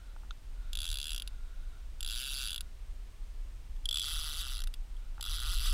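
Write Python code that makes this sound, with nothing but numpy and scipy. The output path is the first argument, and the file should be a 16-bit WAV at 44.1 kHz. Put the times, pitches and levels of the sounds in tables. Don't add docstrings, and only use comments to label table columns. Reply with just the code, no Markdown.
import sys
import numpy as np
from scipy import signal
from scipy.fft import rfft, irfft, next_fast_len
from scipy.io import wavfile

SR = 44100
rng = np.random.default_rng(int(sys.argv[2]) if len(sys.argv) > 2 else 0)


def pcm_store(signal):
    levels = np.round(np.clip(np.atleast_2d(signal), -1, 1) * 32767)
    wavfile.write(sys.argv[1], SR, levels.astype(np.int16).T)


N = 252693

# frequency in Hz, relative spectral density in dB.
WIND_SPECTRUM = [(15, -11.5), (24, 8.5), (36, 4), (50, -2), (63, -13.5), (80, -16.5), (110, -26.5),
                 (200, -41), (500, -60), (1500, -120)]
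SEA_SPECTRUM = [(76, -49), (130, -1.5), (344, -7), (446, -8.5), (482, -9), (1070, -11.5), (1470, -13.5),
                (2720, -13.5), (7050, -20), (8430, -22.5), (15000, -27.5)]
# time of the peak in seconds, level in dB above the breeze.
WIND_GUSTS = [(.9, 2.5), (4.2, 5), (5.65, 11.5)]
# start in seconds, end in seconds, rasp level in dB.
LINE_PULLS = [(-.05, 0.148, -69.5), (0.557, 1.847, -69), (1.956, 2.69, -70), (4.91, 5.302, -73)]
# time in seconds, level in dB, spectral tilt in dB per octave.
HULL_KNOCKS = [(.163, -32, -2), (.234, -35, 0), (.248, -37, 3), (5.18, -29, 3), (5.197, -30, -5)]
# delay in seconds, gain in dB.
REFLECTIONS = [(.0026, -14), (.0058, -16.5)]
# centre frequency in Hz, width in Hz, relative level in dB.
HULL_MODES = [(880, 420, -2), (1380, 380, 0), (2900, 1500, -20)]
TWITCH_MODES = [(1380, 260, 1), (2630, 180, -12), (3590, 600, -0.5), (6340, 590, -17)]
PAWL_MODES = [(3353, 202, -3.5), (7670, 410, -25), (10120, 150, -17.5)]
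REEL_LOW_MODES = [(1488, 330, -5), (2845, 470, 1.5), (3787, 440, 4), (4716, 810, -1.5), (5740, 240, -6.5),
                  (6480, 740, -10), (7340, 690, -8), (8550, 1400, -13.5), (10270, 1300, -3),
                  (12000, 1300, -12.5), (12900, 1300, -19), (14700, 1200, -16.5)]
REEL_LIFTED_MODES = [(1368, 340, -0.5), (1980, 120, -6.5), (2970, 590, -0.5), (3780, 610, 3),
                     (4470, 420, -2.5), (4860, 750, -2), (5790, 1110, -6.5), (7790, 1600, -9.5),
                     (10050, 1060, -3), (11400, 1100, -11.5), (12560, 2000, -12), (14900, 770, -14)]
# time in seconds, relative strike level in dB, emphasis of the spring's ring in dB.
SINGLE_TICKS = [(1.276, -42.5, -21), (2.608, -40, -9), (3.764, -69, 6), (4.673, -46, -17),
                (4.74, -47.5, 0.5), (4.967, -72.5, 13)]
# time in seconds, speed in teeth per second.
RUN_1_SPEED = [(0.732, 41.1), (0.85, 88.4), (0.97, 65.7), (1.1, 82.6), (1.224, 39.5)]
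RUN_2_SPEED = [(2.007, 39.2), (2.05, 60.4), (2.12, 115.0), (2.28, 137.7), (2.41, 136.4), (2.582, 47.3)]
RUN_3_SPEED = [(3.856, 19.5), (3.92, 59.4), (4.0, 86.0), (4.07, 161.0), (4.36, 145.6), (4.41, 215.2),
               (4.44, 124.6), (4.53, 136.0), (4.642, 39.9)]
RUN_4_SPEED = [(5.21, 51.4), (5.35, 188.2), (5.39, 109), (5.54, 192.7), (5.59, 93.4), (5.67, 248.5),
               (5.727, 101.7)]
# relative strike level in dB at the start and at the end,
# emphasis of the spring's ring in dB at the start and at the end, scale of the judder in seconds.
PAWL_LANDINGS = [(-41.5, -42, 2.5, 1, .00003), (-43, -40, 4, 0, 0.000014), (-39.5, -46, 12, 0.5, 0.00028),
                 (-43, -43, 4.5, 4.5, 0.00018)]

LIFT_S = 3.5
SLIDE_S = .0006
HIT_SIZE = 2048
HIT_HZ = np.fft.rfftfreq(HIT_SIZE, 1 / SR)


def amp(db):
    return 10 ** (np.asarray(db) / 20)


def unit(x):
    return x / np.sqrt(np.mean(x ** 2) + 1e-20)


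def slope(points, hz):
    corner_hz, db = np.transpose(points)
    return amp(np.interp(np.log(hz + 1), np.log(corner_hz), db))


def resonances(modes, hz):
    peaks = (amp(db) / (1 + (2 * (hz - centre) / width) ** 2) for centre, width, db in modes)
    return unit(np.sqrt(sum(peak ** 2 for peak in peaks)))


def filtered(x, gain):
    size = next_fast_len(N + SR // 2)
    return irfft(rfft(x, size) * gain(np.fft.rfftfreq(size, 1 / SR)), size)[:N]


def noise(gain):
    return unit(filtered(rng.standard_normal(N), gain))


def causal(gains):
    cepstrum = irfft(np.log(gains + 1e-6))
    cepstrum[..., 1:HIT_SIZE // 2] *= 2
    cepstrum[..., HIT_SIZE // 2 + 1:] = 0
    return np.exp(rfft(cepstrum))


def contacts(count, chatter, t60, memory):
    t = np.arange(HIT_SIZE) / SR
    white = rng.standard_normal((count, HIT_SIZE))
    rattle = signal.lfilter([1], [1, -memory], white, axis=0)
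    rattle = rattle * np.minimum(t / SLIDE_S, 1) * amp(-60 * t / t60)
    rattle = rfft(rattle / np.linalg.norm(rattle, axis=1, keepdims=True))
    snap = np.exp(-2j * np.pi * HIT_HZ * SLIDE_S)
    share = np.clip(chatter, 0, 1)
    return np.sqrt(1 - share) * snap + np.sqrt(share) * rattle


def placed(times, spectra):
    samples = np.round(times * SR).astype(int)[:, None] + np.arange(HIT_SIZE)
    return np.bincount(samples.ravel(), irfft(spectra).ravel(), N)[:N]


def wind_and_sea(breeze_db=-40.5, gust_sigma_s=0.27):
    t = np.arange(N) / SR
    gust_db = sum(db * np.exp(-((t - peak_s) / gust_sigma_s) ** 2 / 2) for peak_s, db in WIND_GUSTS)
    wind = amp(breeze_db + gust_db) * noise(lambda hz: slope(WIND_SPECTRUM, hz))
    hush = amp(-64) * noise(lambda hz: slope(SEA_SPECTRUM, hz))
    whine = amp(-81) * noise(lambda hz: resonances([(8420, 400, 0)], hz))
    return wind + hush + whine


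def cockpit_echoes(x, scatter_db, t60):
    t = np.arange(HIT_SIZE) / SR
    tail = rng.standard_normal(HIT_SIZE) * amp(-60 * t / t60) * (t > .002)
    response = amp(scatter_db) * tail / np.linalg.norm(tail)
    for delay, db in REFLECTIONS:
        response[round(delay * SR)] += amp(db)
    return signal.fftconvolve(x, response)[:N]


def hull_knocks():
    times, db, tilt = np.transpose(HULL_KNOCKS)
    octaves = np.log2(np.clip(HIT_HZ, 700, 1500) / 1200)
    colour = resonances(HULL_MODES, HIT_HZ) * amp(tilt[:, None] * octaves)
    force = contacts(len(times), chatter=.3, t60=.015, memory=0)
    return placed(times, amp(db)[:, None] * force * causal(colour))


def line_rasp(fade_s=0.12):
    t = np.arange(N) / SR
    taut = sum(amp(db) * np.clip(np.minimum(t - start, end - t) / fade_s + .5, 0, 1)
               for start, end, db in LINE_PULLS)
    return taut * noise(lambda hz: resonances([(1427, 210, 1.0), (3700, 760, -10.0)], hz))


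def line_twitch(time_s=.3085, db=-18.5):
    force = contacts(1, chatter=.15, t60=.012, memory=0)
    response = causal(resonances(TWITCH_MODES, HIT_HZ))
    return placed(np.array([time_s - SLIDE_S]), amp(db) * force * response)


def pawl_drops(spool, strike_from_db, strike_to_db, ring_from_db, ring_to_db, judder_s):
    choke_speed, choke_spread, race_speed = 125, 13, 146
    choke_db, race_db_per_octave = 8.5, 4
    knot_s, knot_speed = np.transpose(spool)
    t = np.arange(knot_s[0], knot_s[-1], 1 / SR)
    turned = np.cumsum(np.interp(t, knot_s, knot_speed)) / SR
    times = np.interp(np.arange(np.ceil(turned[-1])), turned, t)
    speed = np.interp(times, knot_s, knot_speed)
    progress = (times - knot_s[0]) / (knot_s[-1] - knot_s[0])
    strike_db = strike_from_db + (strike_to_db - strike_from_db) * progress
    strike_db += race_db_per_octave * np.maximum(np.log2(speed / race_speed), 0)
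    strike_db[0] -= 1
    fast = 1 / (1 + np.exp((choke_speed - speed) / choke_spread))
    ring_db = ring_from_db + (ring_to_db - ring_from_db) * progress - choke_db * fast
    lag = signal.lfilter([1], [1, -.7], rng.standard_normal(len(times)))
    return np.column_stack([times + judder_s * fast * lag, speed, strike_db, ring_db])


def clicker(drops, modes, body_db, pawl_db, frame_db_per_octave, chatter, jitter_s):
    speed, strike_db, ring_db = drops.T[1:, :, None]
    low_db = frame_db_per_octave * np.log2(np.maximum(speed, 50) / 130) - 0.9 * np.maximum(ring_db, 0)
    low_shelf = amp(low_db / (1 + (HIT_HZ / 2300) ** 8))
    body = amp(body_db) * low_shelf * resonances(modes, HIT_HZ)
    spring = amp(ring_db + pawl_db) * resonances(PAWL_MODES, HIT_HZ)
    colour = np.hypot(body, spring)
    force = contacts(len(drops), chatter + speed / 800 + HIT_HZ / 14000, t60=.012, memory=.45)
    force /= np.linalg.norm(force * colour, axis=1, keepdims=True)
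    force *= np.linalg.norm(colour, axis=1, keepdims=True)
    uneven = rng.standard_normal((len(drops), 2))
    strength = amp(strike_db + 0.2 * uneven[:, :1])
    times = drops[:, 0] - SLIDE_S + jitter_s * uneven[:, 1]
    return placed(times, strength * force * causal(colour))


def reel():
    spools = (RUN_1_SPEED, RUN_2_SPEED, RUN_3_SPEED, RUN_4_SPEED)
    runs = [pawl_drops(spool, *landing) for spool, landing in zip(spools, PAWL_LANDINGS)]
    ticks = np.insert(np.array(SINGLE_TICKS), 1, 0, axis=1)
    drops = np.vstack(runs + [ticks])
    lifted = drops[:, 0] > LIFT_S
    rod_low = clicker(drops[~lifted], REEL_LOW_MODES, body_db=25.0, pawl_db=23.5,
                      frame_db_per_octave=1.5, chatter=0.027, jitter_s=4e-5)
    rod_lifted = clicker(drops[lifted], REEL_LIFTED_MODES, body_db=24.5, pawl_db=22.5,
                         frame_db_per_octave=-1.5, chatter=0.6, jitter_s=5e-5)
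    return rod_low + rod_lifted


def scene():
    impacts = reel() + line_twitch() + hull_knocks()
    echoes = cockpit_echoes(impacts, scatter_db=-10, t60=0.016)
    return (impacts + echoes + line_rasp() + wind_and_sea())[None]


def record(dry):
    cutoff_hz = 15800
    return filtered(dry[0], lambda hz: 1 / np.sqrt(1 + (hz / cutoff_hz) ** 120))[None]


dry = scene()
out = record(dry)
pcm_store(out)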